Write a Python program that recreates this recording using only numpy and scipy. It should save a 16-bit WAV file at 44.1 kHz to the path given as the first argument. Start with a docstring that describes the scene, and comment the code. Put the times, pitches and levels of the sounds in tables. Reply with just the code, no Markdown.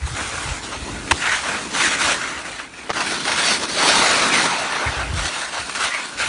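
"""Skiing on packed snow.

A skier, phone in hand, turns and skids down a piste. The edges crush grains and ring the skis,
loose snow sprays, the bases drum over ruts. Wind buffets the single microphone in gusts.
The skis clack together at 1.1 s; one ski slaps down at 2.9 s."""
import sys
import numpy as np
from scipy import signal
from scipy.fft import rfft, irfft, next_fast_len
from scipy.io import wavfile
from scipy.ndimage import uniform_filter1d

SR = 44100
rng = np.random.default_rng(int(sys.argv[2]) if len(sys.argv) > 2 else 0)


def bounce(signal):
    """Save signal as a 16-bit WAV file at the path given by the first command-line argument."""
    frames = np.transpose(np.atleast_2d(signal))
    limited = np.clip(frames, -1, 1)
    pcm = np.round(limited * 32767).astype(np.int16)
    wavfile.write(sys.argv[1], SR, pcm)


N = 276948
TIME = np.arange(N) / SR

# Resonances of skis and boots. 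Each row: centre in Hz, width in Hz, added peak in dB.
SKI_RESONANCES = [(320, 120, -22.5), (912, 160, -6.5), (1440, 88, -7.5), (2522, 43, -7), (4000, 65, -11.5),
                  (8760, 770, -18)]


def undb(db):
    """Decibels to gain."""
    return np.exp(np.asarray(db) * (np.log(10) / 20))


def unit(x):
    """Scale to rms 1."""
    return x / np.sqrt(np.mean(x ** 2))


def curve(points):
    """Per-sample curve through (seconds, value) points, corners rounded."""
    return uniform_filter1d(np.interp(TIME, *np.transpose(points)), size=600)


def walk(per_s):
    """Random levels joined by straight lines."""
    return np.interp(TIME * per_s, np.arange(N // 10), rng.standard_normal(N // 10))


def swell(start_s, end_s, rise_s, fall_s):
    """Envelope: smooth rise, hold, exponential fall."""
    rise = np.sin(np.pi / 2 * np.clip((TIME - start_s) / rise_s, 0, 1))
    return rise * np.exp(-np.maximum(TIME - end_s, 0) / fall_s)


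def bursts(blows, rise_s):
    """Envelope of blows that rise fast and die away."""
    envelope = np.zeros(N)
    for start_s, db, decay_s in blows:
        start = int(start_s * SR)
        age = TIME[:min(N - start, SR // 2)]
        envelope[start:start + len(age)] += undb(db) * (1 - np.exp(-age / rise_s)) * np.exp(-age / decay_s)
    return envelope


def colour(x, spectrum, resonances=()):
    """Minimum-phase filter of unit power gain: smooth spectrum with resonant peaks."""
    size = 2 * next_fast_len(N)
    bin_hz = np.maximum(np.arange(size // 2 + 1) * SR / size, 1)
    hz, db = np.transpose(spectrum)
    gain = undb(np.interp(np.log(bin_hz), np.log(hz), db))
    for centre_hz, width_hz, peak_db in resonances:
        gain *= 1 + undb(peak_db) / (1 + (2 * (bin_hz - centre_hz) / width_hz) ** 2)
    cepstrum = irfft(np.log(unit(gain)))
    cepstrum[1:size // 2] *= 2
    cepstrum[size // 2 + 1:] = 0
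    return irfft(rfft(x, size) * np.exp(rfft(cepstrum)))[:N]


def grains(per_s, spread_db):
    """Snow crystals break: dense clicks, mostly small, a few large."""
    size = undb(spread_db * np.minimum(rng.exponential(size=N), 6))
    return unit((rng.random(N) < per_s / SR) * size * rng.choice([-1, 1], N))


def crumble(per_s, decay_s):
    """Snow gives way in steps: jumps of force that decay, rms 1."""
    steps = (rng.random(N) < per_s / SR).astype(float)
    force = signal.lfilter([1], [1, -np.exp(-1 / (decay_s * SR))], steps)
    return unit(force - force.mean())


def patchy(x, depth_db):
    """The contact moves along the ski: narrow resonances swell and fade in tens of milliseconds."""
    spectra = signal.stft(x, nperseg=512)[2]
    patches = uniform_filter1d(rng.standard_normal(spectra.shape), size=3, axis=0)
    patches = unit(uniform_filter1d(patches, size=9, axis=1))
    return signal.istft(spectra * unit(undb(depth_db * patches)), nperseg=512)[1][:N]


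def edging():
    """Carve, skid and spray amplitudes: steady glide plus edge strokes, summed as powers."""
    # Hiss of the flat bases, louder with speed. Each row: time in seconds, level in dB.
    glide = [(0, -40.5), (.25, -30.5), (.6, -37.5), (.85, -34.5), (1.05, -35.5), (1.17, -31.5), (1.68, -32),
             (2.3, -34.5), (2.55, -35.5), (2.7, -39), (2.88, -38.5), (3.0, -31.5), (3.68, -28.5),
             (4.4, -28.5), (5.1, -37.5), (5.8, -32.5), (6.28, -36)]
    # Skis set on edge to turn or brake. Each row: start and release in seconds, level in dB,
    # spray relative to that level in dB, skid relative to carve in dB.
    strokes = [ (0.049, 0.098, -35.5, 1, 3), (0.136, 0.254, -28.5, -19, 1), (0.28, 0.55, -30, -2.5, -1),
               (0.618, 0.658, -38, 4, 3), (0.716, 0.729, -26.5, -7, 1), (1.196, 1.288, -22, -11, -9),
               (1.302, 1.365, -20.5, -6, -11.5), (1.427, 1.584, -25.5, -13, -6),
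               (1.727, 1.82, -22.5, -1.5, -8), (1.794, 1.86, -17, -4.5, -10.5),
               (1.86, 1.952, -21.5, -6, -10.5), (1.974, 2.113, -19.5, -2.5, -5.5),
               (2.15, 2.388, -30.5, -12, -6), (2.58, 2.6, -26, -12.5, -11), (2.947, 3.01, -24, -7, -1.5),
               (3.027, 3.17, -26.5, -2, -4), (3.246, 3.332, -24.5, -2.5, 0),
               (3.347, 3.442, -22, -1.5, -7.5), (3.425, 3.537, -21.5, 1.5, -5.5),
               (3.596, 3.662, -28, -13, 4), (3.752, 4.06, -16.5, -1.5, -3), (4.03, 4.298, -20.5, -4.5, -2),
               (4.295, 4.444, -19, -3.5, -4.5), (4.46, 4.648, -24.5, -9, -0.5), (4.667, 4.98, -23, -11, -2),
               (5.147, 5.29, -26.5, -0.5, -5.5), (5.312, 5.447, -28.5, -2.5, -4),
               (5.52, 5.589, -28, -4.5, -3), (5.788, 5.858, -23, -2.5, -2.5), (5.9, 5.993, -26, -13, -13),
               (6.164, 6.278, -25.5, -2.5, -11), ]
    sag_db_per_s, cruise_db, glide_skid_db = 4.5, -35, -4
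    glide_db = curve(glide)
    glide_spray_db = -1 + 0.64 * (glide_db - cruise_db)  # more speed, more spray
    parts = [(undb(glide_db), glide_spray_db, glide_skid_db)]
    for start_s, end_s, db, spray_db, skid_db in strokes:
        held_s = end_s - start_s
        shape = swell(start_s, end_s, rise_s=0.0076 + 0.31 * held_s, fall_s=0.022 + 0.3 * held_s)
        sag_db = sag_db_per_s * np.clip(TIME - start_s - held_s / 2, -held_s, held_s)
        parts.append((shape * undb(db - sag_db), spray_db, skid_db))
    carve = slide = throw = 0
    for force, spray_db, skid_db in parts:
        power, slip = force ** 2, undb(skid_db) ** 2
        carve += power / (1 + slip)
        slide += power * slip / (1 + slip)
        throw += power * undb(spray_db) ** 2
    return np.sqrt([carve, slide, throw])


def scrape(force):
    """A carving edge crushes grains and rings the ski."""
    # Carving spectrum. 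Each row: frequency in Hz, relative density in dB.
    spectrum = [(300, -25.5), (700, -23), (1100, -5), (1500, 0.5), (2100, 0.5), (2700, -3), (3100, -7.5),
                (4200, -14.5), (7000, -27), (11000, -65)]
    force = force * undb(0.78 * crumble(per_s=35, decay_s=0.013))
    crunch = grains(per_s=6000, spread_db=2.0) * force
    return patchy(colour(crunch, spectrum, SKI_RESONANCES), depth_db=3.0)


def skid(force):
    """An edge slides sideways over the grains: a lower, smoother rasp."""
    # Skid spectrum. Each row: frequency in Hz, relative density in dB.
    spectrum = [(250, -23.5), (470, -7.5), (620, -2.5), (900, -4), (1150, -2), (1600, -6.5), (3000, -47)]
    force = force * undb(1.17 * crumble(per_s=35, decay_s=0.018))
    rasp = grains(per_s=4500, spread_db=0.44) * force
    return patchy(colour(rasp, spectrum, SKI_RESONANCES), depth_db=2.0)


def spray(force):
    """Thrown snow hisses; its colour shifts as the phone swings round."""
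    # Spray spectra for two phone headings. Each row: frequency in Hz, relative density in dB.
    ahead_spectrum = [(1200, -27), (2800, -1), (3600, -6.5), (4100, -13), (4900, -2.5), (5500, 0.5),
                      (6500, 4.5), (7500, 1.5), (9000, -3.5), (10000, -2), (11000, -31.5)]
    turned_spectrum = [(1200, -19), (3000, -1), (3600, 4), (4500, 5), (4950, 1), (5500, 1), (6300, 1),
                       (7500, -15), (9000, -5), (10000, -12), (11000, -34)]
    # Swing of the phone. Each row: time in seconds, share of the turned spectrum from 0 to 1.
    swing = [(2.4, 0.53), (3.0, 0.74), (5.2, 0.66), (6.0, 0.6)]
    share = curve(swing)
    crystals = grains(per_s=16000, spread_db=2.5) * force
    ahead = colour(crystals * (1 - share), ahead_spectrum, SKI_RESONANCES)
    turned = colour(crystals * share, turned_spectrum, SKI_RESONANCES)
    return patchy(ahead + turned, depth_db=2.5)


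def drum(load_db):
    """The bases knock over rutted snow."""
    # Rut drumming. Each row: time in seconds, level before load in dB.
    ruts = [(0, -52), (.12, -50), (.19, -39.5), (.62, -42), (.83, -37.5), (.9, -32.5), (1.1, -35.5),
            (1.42, -47), (1.55, -33), (1.89, -34), (2.3, -41.5), (2.72, -47), (3.0, -36.5), (4.42, -31.5),
            (4.62, -41), (4.8, -38), (5.4, -44.5), (6.28, -44.5)]
    # Drumming spectrum. Each row: frequency in Hz, relative density in dB.
    spectrum = [(50, -30), (115, -9.5), (180, -2.5), (290, 0.5), (400, -3.5), (520, -9), (1000, -16),
                (2000, -27)]
    knocks = grains(per_s=2600, spread_db=1.9)
    level_db = curve(ruts) + load_db + 1.6 * walk(per_s=16)
    return colour(knocks * undb(level_db), spectrum, SKI_RESONANCES)


def skis():
    """Four contact sounds under one load, shaken by uneven ground."""
    # Load changes, mostly the skier rising. 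Each row: centre and half length in seconds, gain in dB.
    lifts = [(.61, 0.023, -3), (1.673, 0.026, -3), (2.433, 0.014, -4.5), (2.696, 0.053, -4.5),
             (2.922, .01, -6), (3.203, 0.045, -2), (3.597, 0.023, -5.5), (3.669, 0.015, -8),
             (5.138, 0.024, 2), (6.11, 0.058, 0)]
    # An edge bites crust or a lump. Each row: start in seconds, level in dB, decay in seconds.
    bites = [(.165, -27, 0.025), (1.249, -28, .025), (1.803, -19, .005), (2.213, -24, 0.01),
             (2.931, -25.5, .014), (3.252, -19, .006), (3.316, -15, 0.0077), (3.384, -23, .002),
             (3.484, -17, 0.0025), (5.255, -23, 0.017), (5.416, -21, .009), (5.695, -22, 0.0052),
             (5.749, -23.5, 0.044), (5.939, -23.5, 0.014), (6.193, -24, 0.036)]
    carve, slide, throw = edging()
    lift_db = sum(db * np.exp(-((TIME - centre_s) / half_s) ** 2) for centre_s, half_s, db in lifts)
    ground_db = 0.5 * walk(per_s=32) + 0.82 * crumble(per_s=75, decay_s=0.0086)
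    load = undb(lift_db + ground_db)
    bite = bursts(bites, rise_s=0.0007)

    def force(steady, steady_db, bite_db):
        return np.hypot(steady * load * undb(steady_db), bite * undb(bite_db))

    return (scrape(force(carve, steady_db=0.1, bite_db=-0.5))
            + skid(force(slide, steady_db=0.5, bite_db=-7))
            + spray(force(throw, steady_db=1.0, bite_db=-2))
            + drum(load_db=2.15 + 0.66 * lift_db + ground_db))


def wind():
    """Turbulence rumbles at the microphone port; each large eddy adds a short thump."""
    # Airflow between gusts. Each row: time in seconds, level in dB.
    airflow = [(0, -37.5), (1.6, -46), (2.2, -49.5), (2.4, -50), (3.0, -49), (4.15, -48), (4.7, -57),
               (5.8, -51.5), (6.0, -73), (6.28, -35)]
    # Gusts. Each row: start and end in seconds, level in dB.
    gusts = [(0, 0.08, -27), (.11, 0.138, -24), (0.308, .41, -39), (0.447, 0.518, -27.5), (0.75, 0.84, -35),
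             (0.867, 1.05, -35), (1.133, 1.147, -33), (1.287, 1.31, -38), (1.845, 1.884, -40),
             (2.02, 2.08, -39), (4.855, 4.91, -22.5), (4.957, 5.106, -26.5), (5.131, 5.224, -24),
             (5.24, 5.279, -34), (5.593, 5.64, -41), (5.82, 5.86, -45)]
    eddies_per_s, eddy_hz, eddy_half_s = 16, 70.4, 0.018
    strength = undb(curve(airflow))
    for start_s, end_s, db in gusts:
        strength = np.hypot(strength, undb(db) * swell(start_s, end_s, rise_s=0.0047, fall_s=0.011))
    # Rumble spectrum. Each row: frequency in Hz, relative density in dB.
    spectrum = [(22, -28), (32, -16), (45, -2.5), (65, 1), (95, -4), (140, -3.5), (250, -29.5),
                (600, -36.5)]
    rumble = unit(colour(rng.standard_normal(N), spectrum)) * undb(-3.5 + 2.0 * walk(per_s=30))
    thumps = np.zeros(N)
    swirl_cycles = 0.12 * walk(per_s=130)
    for k, (late, size, pitch, phase) in enumerate(rng.random((int(eddies_per_s * N / SR), 4))):
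        age = TIME - (k + late) / eddies_per_s
        near = np.abs(age) < 4 * eddy_half_s
        hz = eddy_hz * 2 ** (0.7 * (pitch - 0.5))
        cycles = hz * age[near] + swirl_cycles[near] + phase
        envelope = undb(2.5 + 13 * (size - 0.5)) * np.exp(-(age[near] / eddy_half_s) ** 2)
        thumps[near] += envelope * np.sin(2 * np.pi * cycles)
    microphone_low_cut = signal.butter(5, 38, "high", fs=SR, output="sos")
    return signal.sosfilt(microphone_low_cut, strength * (rumble + thumps))


def ring(start_s, hz, db, t60_s):
    """One decaying mode of a struck ski."""
    tone, age, start = np.zeros(N), TIME[:SR // 4], int(start_s * SR)
    tone[start:start + len(age)] = undb(db) * np.sin(2 * np.pi * hz * age) * 1000 ** (-age / t60_s)
    return tone


def clack():
    """Hard edges chatter together: each contact cracks and rings, then the whole ski flexes."""
    # Ski-on-ski contacts. 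Each row: start in seconds, level in dB.
    contacts = [(1.1102, -3), (1.1123, -3), (1.1137, -2), (1.1166, -3), (1.1181, -2), (1.1201, -5)]
    # Ski modes. Each row: frequency in Hz, relative level in dB, t60 in seconds.
    modes = [(334, -17, .045), (885, -14, .028), (1086, -14, .028), (1352, -9, .018), (1790, -9, .02),
             (2178, -11, .045), (2443, -12, .025), (2608, -11, .022), (3975, -11, .012), (5590, -17, .008),
             (6790, -17, .008)]
    # Crack spectrum. Each row: frequency in Hz, relative density in dB.
    spectrum = [(200, -35), (900, 1.5), (2000, 2), (3500, -4.5), (5000, -12), (9000, -13.5), (11000, -21)]
    force = bursts([(start_s, db, 0.0011) for start_s, db in contacts], rise_s=0.0001)
    crack = undb(-0.3) * colour(force * rng.standard_normal(N), spectrum)
    # Each contact hits another spot, so mode strength and sign vary.
    rings = sum(undb(db) * rng.uniform(-0.85, 1) * ring(start_s, *mode)
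                for start_s, db in contacts for mode in modes)
    flex = ring(start_s=1.1225, hz=82, db=-14.5, t60_s=0.08)
    return crack + rings + flex


def slap():
    """The flat of a ski lands on packed snow with a dull double knock."""
    # Landing, tail then tip. Each row: start in seconds, relative level in dB.
    contacts = [(2.8945, -15.5), (2.902, -11), (2.9072, -17), (2.913, -23)]
    # Slap spectrum. Each row: frequency in Hz, relative density in dB.
    spectrum = [(100, -12), (300, -6.5), (600, -2), (950, 1.5), (1600, -4), (2500, -12.5), (5000, -17),
                (10000, -33)]
    force = bursts([(start_s, db, 0.0035) for start_s, db in contacts], rise_s=0.00036)
    return undb(1.0) * colour(force * rng.standard_normal(N), spectrum)


def scene():
    """One microphone, the same in both channels."""
    return np.tile(skis() + wind() + clack() + slap(), (2, 1))


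def record(dry):
    """The phone rounds off the loudest peaks and cuts the top."""
    ceiling, knee, top_hz = 0.82, 4, 10650
    rounded = dry / (1 + np.abs(dry / ceiling) ** knee) ** (1 / knee)
    low_pass = signal.firwin(221, top_hz, window=("kaiser", 8), fs=SR)
    return signal.fftconvolve(rounded, low_pass[None], mode="same", axes=1)


dry = scene()
out = record(dry)
bounce(out)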